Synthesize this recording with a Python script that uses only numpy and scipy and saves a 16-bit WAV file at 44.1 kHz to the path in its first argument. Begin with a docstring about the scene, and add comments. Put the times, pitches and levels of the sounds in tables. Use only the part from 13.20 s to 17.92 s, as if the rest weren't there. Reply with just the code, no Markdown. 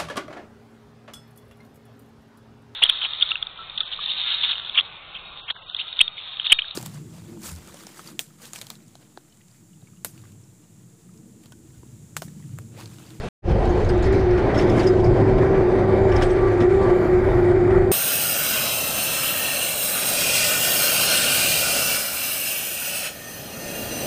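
"""Chairlift terminal ride

Two gear meshes hum a little over a semitone apart and beat, from wavering sines with a weak octave; the motor
drones low and a conveyor whine comes and goes in the same way. Rollers and tyres roar on the steel rail as
layered noise that also rings the steelwork; the grip and loose steel parts clank overhead as chatters of touches
through ringing modes, with a roof wash, heavier knocks and a thin hiss.
The sound breaks off after a moment in the open, then fades in under the terminal."""
import sys
import numpy as np
from scipy import signal
from scipy.io import wavfile

SR = 44100
rng = np.random.default_rng(int(sys.argv[2]) if len(sys.argv) > 2 else 0)


def persist_wave(psi):
    """Save psi, clipped to +-1, as 16-bit WAV."""
    counts = np.round(np.clip(psi, -1, 1) * 32767).astype(np.int16)
    wavfile.write(sys.argv[1], SR, np.atleast_2d(counts).T)


N = 208001

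# the two gear meshes, swelling and sinking independently: (t/s, f/Hz, level/dB)
LOW_GEAR_MESH = [(0.3, 353.7, -28.5), (0.37, 359, -35), (0.44, 358, -27.5), (0.51, 357.6, -21.5),
                 (0.58, 361.2, -24), (0.65, 358, -37), (0.72, 358.5, -19), (0.79, 360.9, -18.5),
                 (0.86, 355.8, -28.5), (0.93, 355.8, -32.5), (1.0, 356.5, -35), (1.07, 357.7, -15.5),
                 (1.14, 358.1, -14.5), (1.21, 357.8, -26.5), (1.28, 357.5, -35), (1.35, 359.4, -45.3),
                 (1.42, 356.4, -20.5), (1.49, 357.1, -20), (1.56, 359.9, -26), (1.63, 360.7, -20.5),
                 (1.7, 357.6, -16.5), (1.77, 359.4, -22.5), (1.84, 359.3, -17.5), (1.91, 357.3, -17),
                 (1.98, 354.5, -26), (2.05, 358, -41), (2.12, 354.9, -36), (2.19, 362.7, -19),
                 (2.26, 353.5, -23), (2.33, 358.6, -43.5), (2.4, 359, -21), (2.47, 358, -17.5),
                 (2.54, 357.3, -28), (2.61, 359, -18), (2.68, 359.8, -31), (2.75, 368.7, -17),
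                 (2.82, 360.5, -36), (2.89, 357.7, -17), (2.96, 361, -23.5), (3.03, 361, -20.5),
                 (3.1, 362.7, -17.5), (3.17, 355.3, -19), (3.24, 360.8, -16.5), (3.31, 355, -22.4),
                 (3.38, 355.7, -21), (3.45, 358.4, -12), (3.52, 356.5, -18.5), (3.59, 355.0, -27.5),
                 (3.66, 354.5, -20), (3.73, 359.7, -14.5), (3.8, 362.0, -16.5), (3.87, 360.9, -24),
                 (3.94, 366, -9.5), (4.01, 359.4, -20), (4.08, 356, -28.5), (4.15, 355.3, -19.5),
                 (4.22, 352.5, -18), (4.29, 358.2, -14.5), (4.36, 353, -24.5), (4.43, 356.8, -14),
                 (4.5, 356.3, -22), (4.57, 355.6, -14.5), (4.64, 358.6, -21)]
HIGH_GEAR_MESH = [(0.3, 386.6, -32), (0.37, 384.3, -30.1), (0.44, 384.7, -29), (0.51, 376, -37),
                  (0.58, 382, -27), (0.65, 382, -42), (0.72, 383.2, -26), (0.79, 383.4, -35.5),
                  (0.86, 382.5, -25), (0.93, 383.0, -16.5), (1.0, 384.1, -19), (1.07, 384.2, -30),
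                  (1.14, 383.1, -30), (1.21, 377.6, -21), (1.28, 378, -27), (1.35, 380.6, -31),
                  (1.42, 389.3, -24), (1.49, 381.5, -25), (1.56, 383.6, -45.5), (1.63, 381.3, -24.5),
                  (1.7, 380, -16.5), (1.77, 378.2, -20.5), (1.84, 382.5, -25), (1.91, 382.3, -18.5),
                  (1.98, 383.5, -28.5), (2.05, 384.7, -17.5), (2.12, 377.4, -17.5), (2.19, 380, -22),
                  (2.26, 386.8, -19.5), (2.33, 386.5, -20), (2.4, 383.2, -17.5), (2.47, 374.7, -37),
                  (2.54, 385.6, -13.5), (2.61, 387.8, -27.5), (2.68, 384.8, -19.5), (2.75, 388.1, -17.5),
                  (2.82, 385.7, -17), (2.89, 380.8, -17.5), (2.96, 384.3, -22.5), (3.03, 390, -33),
                  (3.1, 384.4, -22.5), (3.17, 384.6, -26), (3.24, 389, -17), (3.31, 383.2, -21),
                  (3.38, 378.2, -32.6), (3.45, 390.2, -21), (3.52, 387, -15.5), (3.59, 386.4, -16.5),
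                  (3.66, 386.6, -21.5), (3.73, 383.8, -22), (3.8, 385, -26.5), (3.87, 386.1, -34.4),
                  (3.94, 387.3, -33), (4.01, 383.8, -24), (4.08, 384.2, -17.5), (4.15, 376.4, -31),
                  (4.22, 377.5, -20), (4.29, 384.7, -31.5), (4.36, 381.2, -14.5), (4.43, 386.8, -35),
                  (4.5, 383.2, -16.5), (4.57, 382.7, -13.5), (4.64, 384.8, -19.5)]
# motor drone: (t/s, level/dB)
MOTOR_DRONE = [(0.3, -27.5), (0.5, -55.5), (0.57, -27.5), (1.15, -25), (1.2, -43.5), (1.23, -29.5),
               (1.57, -29), (1.62, -27), (1.76, -23), (1.81, -39.5), (2.05, -15), (2.12, -57.5),
               (2.29, -23), (2.32, -50), (2.41, -22), (2.48, -33.5), (2.59, -25.5), (2.96, -25),
               (3.15, -35.5), (3.19, -26.5), (3.39, -23.5), (3.45, -32), (4.31, -27.5), (4.72, -27)]
# conveyor whine, coming and going: (t/s, level/dB)
CONVEYOR_WHINE = [(2.1, -53), (2.142, -55), (2.168, -59), (2.22, -53), (2.294, -42), (2.384, -32.5),
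                  (2.422, -61), (2.496, -37), (2.522, -54), (2.708, -37.5), (2.83, -59), (2.946, -29.5),
                  (3.062, -49), (3.094, -37), (3.142, -57), (3.184, -34), (3.252, -32), (3.374, -48),
                  (3.412, -37), (3.46, -44), (3.476, -65), (3.49, -58), (3.624, -30.5), (4.0, -57.5)]
# low rolling layers: (t/s, rumble level/dB, frame boom level/dB, drumming level/dB, roar level/dB)
ROLLING_LOW = [(0.3, -18.5, -25, -47, -28), (0.37, -17.5, -18.5, -29, -25), (0.42, -20, -26, -29, -26),
               (0.51, -20, -26, -57, -26), (0.89, -21, -28.5, -26, -28), (0.94, -30.5, -28, -24.5, -29),
               (0.98, -22, -26, -19.5, -27.5), (1.14, -23, -29, -55, -30), (1.16, -19.5, -33, -33.5, -29),
               (1.25, -25, -21.5, -20, -23), (1.39, -23, -26.5, -22.5, -23.5),
               (1.58, -27.5, -20.5, -21, -21.5), (1.71, -30, -28, -31, -28), (1.75, -23.5, -26, -29, -25),
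               (1.92, -19.5, -19, -36, -22.5), (1.95, -23, -20.5, -46.5, -27), (1.96, -26, -26, -27, -22),
               (2.05, -31.5, -19, -20, -25), (2.08, -20, -19, -28.5, -25), (2.56, -27.5, -27.5, -25.5, -24),
               (3.02, -22.5, -25.5, -31, -24.5), (3.15, -24, -30, -29.5, -26), (3.36, -27.5, -32, -30, -27),
               (3.41, -26.5, -22, -30, -27), (3.52, -29.5, -32, -28, -31), (3.62, -23.5, -25.5, -58, -24.5),
               (3.84, -31, -30.5, -30, -26), (4.03, -21.5, -23, -45, -27.5),
               (4.08, -24.5, -27.5, -31, -24.5), (4.47, -28, -25, -27.5, -27.5),
               (4.57, -22, -28.5, -40, -30), (4.72, -29, -24.5, -30, -26.5)]
# high rolling layers: (t/s, wheel grind level/dB, treble level/dB, top air level/dB)
ROLLING_TOP = [(0.55, -37.5, -46.5, -61), (0.67, -36.5, -45.5, -62), (1.11, -37, -46.5, -64.5),
               (1.38, -30, -45, -60.5), (1.53, -37, -44, -58), (1.58, -31, -40.5, -50),
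               (1.73, -38.5, -47.5, -60), (2.0, -37, -48.5, -62), (2.31, -33.5, -48, -61.5),
               (2.83, -36.5, -50, -61.5), (3.02, -30.5, -43.5, -56.5), (3.16, -34, -48, -59),
               (4.33, -32.5, -50, -60), (4.65, -35.5, -53.5, -61.5)]
# the seven rolling layers in the open, lowest first: level/dB
OPEN_AIR_LEVELS = [-38, -33, -39.5, -34.5, -42.5, -45, -55.5]
# borders between the seven rolling layers: f/Hz
LAYER_EDGES = [18, 105, 260, 410, 1100, 2400, 6500, 15000]
# colour of the noise inside each layer: (f/Hz, relative density/dB per Hz)
ROLLING_COLOUR = [(20, 1.5), (70, 1), (130, -10), (250, -17.5), (400, -12), (800, -20), (1050, -26),
                  (2100, -28), (2600, -42), (3000, -43.5), (3800, -45.5), (4600, -49), (5400, -52.5),
                  (6500, -56), (9500, -62.5), (11000, -70), (12500, -79), (14000, -92.5)]
# steel body rung by noise: (f/Hz, width of each of two resonators/Hz, level at the mean roar/dB)
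RAIL_RESONANCES = [(206.4, 3.1, -36.5), (298.5, 25, -35.5), (333.9, 14, -31), (448, 110, -39.5),
                   (531.6, 99, -36.5), (632, 75, -43), (781, 43, -40), (1530, 30, -50.5),
                   (4730, 420, -62.5)]
# clanks: (t/s, blow level/dB, first ring f/Hz, second ring f/Hz, second over first/dB, chatter length/s)
CLANK_BLOWS = [(0.452, -34, 3920, 7060, -0.5, 0.005), (0.489, -54, 4300, 6400, 2, 0.037),
               (0.643, -37.5, 3800, 6150, -4.5, 0.009), (0.646, -53, 9000, 7100, -3, .009),
               (0.688, -32.5, 4836, 8210, -8, 0.0071), (0.689, -48, 9700, 11500, -1, 0.0081),
               (0.772, -55, 6404, 7150, 6, 0.014), (0.823, -38.5, 4230, 6830, 3, 0.011),
               (0.824, -55, 9000, 11000, -1, .012), (0.835, -46, 4900, 4100, 3, 0.019),
               (0.851, -42, 4360, 6860, -2, 0.012), (0.855, -48, 8700, 10000, -3, .015),
               (0.868, -47, 4220, 4865, -7, 0.014), (0.923, -40, 4172, 7000, 5, 0.0066),
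               (0.924, -48, 9300, 11200, 0, .012), (0.937, -43, 4022, 8000, -21, 0.037),
               (0.995, -48.5, 3442, 4650, -9, 0.02), (1.105, -52.5, 3120, 5220, 12, 0.0077),
               (1.1742, -45, 3110, 5207, -7, 0.017), (1.284, -50, 2870, 4930, -20, 0.01),
               (1.342, -43.5, 3477, 5244, -5, 0.037), (1.375, -33.5, 5240, 6300, -13, 0.021),
               (1.405, -43.5, 3330, 4600, -3, 0.033), (1.39, -45, 4560, 8300, -2, 0.023),
               (1.495, -36.5, 3324, 5137, 1, 0.0089), (1.575, -39, 2370, 5014, -11, 0.011),
               (1.592, -42.5, 2546, 4550, 8, 0.015), (1.626, -41.5, 3376, 5200, -2, 0.019),
               (1.665, -43.5, 3330, 4960, 8, 0.017), (1.796, -50, 3272, 5100, 1, 0.011),
               (1.841, -41, 4863, 5280, -11, 0.013), (1.859, -49, 4780, 5300, -4, .018),
               (2.179, -46, 3220, 4697, -11, 0.01), (2.913, -46, 2884, 5414, 4, 0.014),
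               (2.957, -48, 3360, 5226, 16, 0.011), (2.965, -51, 5993, 10000, -10, 0.0052),
               (3.018, -30.5, 2949, 5190, -3.5, 0.014), (3.023, -34.5, 3200, 4440, -6, 0.012),
               (3.02, -52, 7450, 9000, -2, .008), (3.01, -41, 8100, 3397, 3, 0.0073),
               (3.031, -39, 8100, 8936, -7, 0.019), (3.058, -42, 8100, 4500, -16, 0.012),
               (3.11, -44, 8117, 4540, -7, .008), (3.096, -44.5, 3314, 5500, 0, 0.015),
               (3.4025, -43, 3410, 5000, -5, 0.021), (3.625, -48, 4660, 6750, -3, 0.021),
               (3.697, -49, 4650, 6674, -7, 0.0095), (4.511, -55, 3344, 6717, -16, 0.0097)]
# modes of the struck steel, before detuning and scatter: (f/Hz, relative level/dB, t60/s)
STEEL_MODES = [(2300, -2, 0.063), (2600, -22, 0.068), (3300, -20, 0.021), (3310, -15.5, 0.041),
               (3186, 6, 0.038), (3800, -6.5, 0.016), (4240, 3, 0.016), (4420, 9.5, 0.045),
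               (4570, -6.5, 0.031), (4980, 2.5, 0.039), (6100, -18, 0.022), (6340, -17.5, 0.013),
               (7850, -6.5, 0.024), (8080, -16.5, 0.14), (7450, -17, 0.02), (8650, -30.5, .025),
               (10200, -12.5, .025), (11500, -15, 0.027), (12700, -23, .025)]
# knocks of the heavier frame: (t/s, level/dB, f/Hz, length/s, held to 0.003-0.09 s when played)
FRAME_KNOCKS = [(0.451, -39, 1500, 0.0072), (0.695, -28, 1680, 0.012), (1.174, -32, 1700, 0.023),
                (1.255, -24.5, 524.5, 0.16), (1.293, -32, 1400, 0.026), (1.385, -31, 2070, 0.034),
                (1.595, -31, 2200, 0.029), (2.18, -34, 1700, .015), (2.34, -33.5, 1700, 0.032),
                (2.917, -31, 1800, 0.014), (3.018, -24.5, 1710, 0.017), (3.402, -26, 1450, 0.016),
                (4.505, -27, 1491, .01)]
# thin high hiss, swelling twice late in the ride: (t/s, level/dB)
THIN_HISS = [(3.2, -101), (3.5, -91), (3.78, -67.5), (3.9, -65), (3.96, -70), (4.14, -68), (4.21, -65),
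             (4.33, -86), (4.56, -92), (4.7, -79)]

CUT_S, FADE_START_S, FADE_END_S, FADE_BEND = .0875, 0.22, 0.29, 1.85
CUTOFF_HZ = 15800
GEAR_FLUTTER_DB, GEAR_WOBBLE_HZ = 1.2, 1.5
MOTOR_HZ, WHINE_HZ = 101.2, 1163   # centre pitches
BUMP_DB, BUMP_RATE_HZ = 1.2, 18
ATTACK_S = 0.0032   # onset of clanks and knocks
PART_T60_S = .008   # ring of the loose part
DETUNE = .03   # spread of each blow's shift of the shorter steel modes, as a share of pitch
ROOF_T60_S, ROOF_DB, ROOF_LOW_HZ = .07, -6.5, 2680


def amp(db):
    """Decibels to gain."""
    return 10 ** (np.asarray(db) / 20)


def rms_one(x):
    """Scale to rms 1."""
    return x / np.sqrt(np.mean(x ** 2) + 1e-20)


def in_time(rows):
    """Draw table columns as automation curves, one value a sample."""
    s, *columns = np.transpose(rows)
    return [np.interp(np.arange(N) / SR, s, c) for c in columns]


def drift(rate_hz):
    """Slow random modulation of rms 1: low-passed noise made at every 40th sample."""
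    pole = np.exp(-80 * np.pi * rate_hz / SR)
    noise = rng.standard_normal(N // 40 + 2002)
    slow = signal.lfilter([1], [1, -2 * pole, pole * pole], noise)[2000:]   # drop the run-in
    return np.interp(np.arange(N) / 40, np.arange(len(slow)), rms_one(slow))


def band(x, low_hz, high_hz):
    """Butterworth band-pass."""
    return signal.sosfilt(signal.butter(2, [low_hz, high_hz], "band", fs=SR, output="sos"), x)


def ring(x, hz, t60):
    """Two-pole resonator: a unit click starts a decaying sine of height 1."""
    pole, w = amp(-60 / (t60 * SR)), 2 * np.pi * hz / SR
    return signal.lfilter([0, np.sin(w)], [1, -2 * pole * np.cos(w), pole * pole], x + 1e-18)


def tone(hz, level_db, wobble_hz, flutter_db, octave_db):
    """A machine tone: a sine and its weak octave, shivering a little in pitch and level."""
    wavering_hz = hz + wobble_hz * drift(8.92)
    phase = 2 * np.pi * np.cumsum(wavering_hz) / SR + 2 * np.pi * rng.random()
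    wave = np.sin(phase) + amp(octave_db) * np.sin(2 * phase)
    return np.sqrt(2) * amp(level_db + flutter_db * drift(11.0)) * wave


def gears():
    """Two tooth meshes close in pitch, so their hums beat."""
    low = tone(*in_time(LOW_GEAR_MESH), GEAR_WOBBLE_HZ, GEAR_FLUTTER_DB, -21)
    high = tone(*in_time(HIGH_GEAR_MESH), GEAR_WOBBLE_HZ, GEAR_FLUTTER_DB, -22.5)
    return low + high


def motor():
    """Low motor drone that shivers around one pitch."""
    return tone(MOTOR_HZ, *in_time(MOTOR_DRONE), 4.16, 1.58, -27.5)


def whine():
    """Wavering whine, heard only beside the conveyor."""
    t = np.arange(N) / SR
    near = (t > CONVEYOR_WHINE[0][0]) & (t < CONVEYOR_WHINE[-1][0])
    return near * tone(WHINE_HZ, *in_time(CONVEYOR_WHINE), 2.9, 2.5, -29.5)


def rolling(patchy_db=1.46):
    """Narrow noise bands flicker apart within seven layers; bumps on the rail shake all layers together."""
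    white = rng.standard_normal((2, N + SR // 2))   # half a second of filter run-in
    bumps, out = drift(BUMP_RATE_HZ), np.zeros(N)
    colour_hz, colour_level = np.transpose(ROLLING_COLOUR)
    in_open = np.arange(N) < CUT_S * SR
    levels_db = in_time(ROLLING_LOW) + in_time(ROLLING_TOP)
    for low, high, level_db, open_db in zip(LAYER_EDGES, LAYER_EDGES[1:], levels_db, OPEN_AIR_LEVELS):
        edges = np.geomspace(low, high, round(4 * np.log2(high / low)) + 1)   # quarter octaves or so
        layer = np.zeros(N)
        for k, (a, b) in enumerate(zip(edges, edges[1:])):
            colour_db = np.interp(np.log(a * b) / 2, np.log(colour_hz), colour_level)
            noise = band(band(white[k % 2], a, b), a, b)[-N:]   # neighbours use different noise
            layer += amp(colour_db + patchy_db * drift(5.4)) * noise
        out += amp(np.where(in_open, open_db, level_db) + BUMP_DB * bumps) * rms_one(layer)
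    return out


def rail():
    """Noise-driven resonances of the steelwork, swelling with the roar, silent in the open."""
    roar_db = in_time(ROLLING_LOW)[-1]
    out = np.zeros(N)
    for hz, width_hz, level_db in RAIL_RESONANCES:
        t60 = np.log(1000) / (np.pi * width_hz)
        ringing = ring(ring(rng.standard_normal(N), hz, t60), hz, t60)
        out += amp(level_db) * rms_one(ringing)
    return out * amp(roar_db - roar_db.mean()) * (np.arange(N) > CUT_S * SR)


def clanks(spread_octaves=0.089, scatter_db=6.5, modes_db=-19.5, far_db=-20.5, touches_per_s=9000.0,
           crack_db=-6.0, part_db=-7.0):
    """Each blow is a chatter of touches; the loose part rings at its two pitches, the steel mostly near them."""
    t = np.arange(int(.2 * SR)) / SR
    blows, rings = np.zeros(N + SR), np.zeros(N + SR)
    luck = rng.standard_normal((len(CLANK_BLOWS), 2, len(STEEL_MODES)))
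    size = (len(CLANK_BLOWS), len(t))
    touches = rng.standard_normal(size) * (rng.random(size) < touches_per_s / SR)
    mode_hz, mode_db, t60s = np.transpose(STEEL_MODES)
    all_t60s = np.r_[t60s, PART_T60_S, PART_T60_S]
    for row, chatter, (scatter, shift) in zip(CLANK_BLOWS, touches, luck):
        s, blow_db, low_hz, high_hz, high_db, length_s = row
        at = round(s * SR)

        shape = (1 - np.exp(-t / ATTACK_S)) * np.exp(-(t / np.clip(length_s, .002, .06)) ** 2)
        force = chatter * shape
        # even out the luck of the touches, so each blow keeps its level
        force *= amp(blow_db) * np.sqrt(touches_per_s / SR * np.sum(shape ** 2) / np.sum(force ** 2))
        blows[at:at + len(t)] += force

        near_low, near_high = [np.exp(-(np.log2(mode_hz / hz) / spread_octaves) ** 2)
                               for hz in (low_hz, high_hz)]
        share = near_low + amp(high_db) * near_high + amp(far_db + mode_db)
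        share *= amp(modes_db + scatter_db * scatter)
        bright = np.diff(force, 2, prepend=[0, 0])   # a short contact feeds the high modes
        detuned_hz = mode_hz * (1 + DETUNE * shift * (t60s < .05))
        pitches = np.r_[detuned_hz, low_hz, high_hz]
        gains = np.r_[share, amp(part_db), amp(part_db + high_db)]
        gains /= (2 * np.sin(np.pi * pitches / SR)) ** 2   # offset the brightening at each pitch
        for hz, gain, t60 in zip(pitches, gains, all_t60s):
            rings[at:at + len(t)] += gain * ring(bright, hz, t60)
    crack = amp(crack_db) * band(band(blows, 2400, 4700), 3000, 4700)   # the dry tick of each touch
    return (crack + band(band(rings, 1400, 6900), 1200, 17000))[:N]


def knocks(width_octaves=0.5):
    """Each frame knock is a short burst of noise in a broad band around its pitch."""
    t, out = np.arange(int(.2 * SR)) / SR, np.zeros(N + SR)
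    pushes = rng.standard_normal((len(FRAME_KNOCKS), len(t)))
    for (s, level_db, hz, length_s), push in zip(FRAME_KNOCKS, pushes):
        at = round(s * SR)
        shape = (1 - np.exp(-t / ATTACK_S)) * np.exp(-(t / np.clip(length_s, .003, .09)) ** 2)
        body = rms_one(band(push, hz * 2 ** -width_octaves, hz * 2 ** width_octaves))
        out[at:at + len(t)] += amp(level_db) * shape * body
    return out[:N]


def roof(x):
    """The steel roof smears each clank into a short bright wash of decaying noise."""
    t = np.arange(SR // 4) / SR
    tail = band(rng.standard_normal(len(t)), ROOF_LOW_HZ, 12000) * amp(-60 * t / ROOF_T60_S)
    return amp(ROOF_DB) * signal.fftconvolve(x, tail / np.sqrt(np.sum(tail ** 2)))[:N]


def hiss(low_hz=11600, high_hz=13700):
    """Thin high hiss: band-passed noise that swells twice late in the ride."""
    return amp(*in_time(THIN_HISS)) * rms_one(band(rng.standard_normal(N), low_hz, high_hz))


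def scene():
    """Mix all sources to one channel; the drive is heard only under the terminal."""
    under_terminal = np.arange(N) > CUT_S * SR
    drive = under_terminal * (gears() + motor() + whine())
    steel = clanks()
    return (drive + rolling() + rail() + steel + knocks() + roof(steel) + hiss())[None]


def record(dry):
    """Hard cut, silence and fade-in; subsonics filtered off, peaks rounded, top cut."""
    t = np.arange(N) / SR
    fade = np.clip((t - FADE_START_S) / (FADE_END_S - FADE_START_S), 0, 1) ** FADE_BEND
    low_cut = signal.cheby1(8, 1, 20, "high", fs=SR, output="sos")
    running = np.concatenate([dry[:, SR // 2:0:-1], dry], axis=1)   # mirrored lead-in settles the filter
    x = signal.sosfilt(low_cut, running)[:, -N:] * np.where(t < CUT_S, 1, fade)
    x = .68 * np.tanh(x / .68)
    return signal.sosfilt(signal.cheby2(12, 70, CUTOFF_HZ, fs=SR, output="sos"), x)


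dry = scene()
out = record(dry)
persist_wave(out)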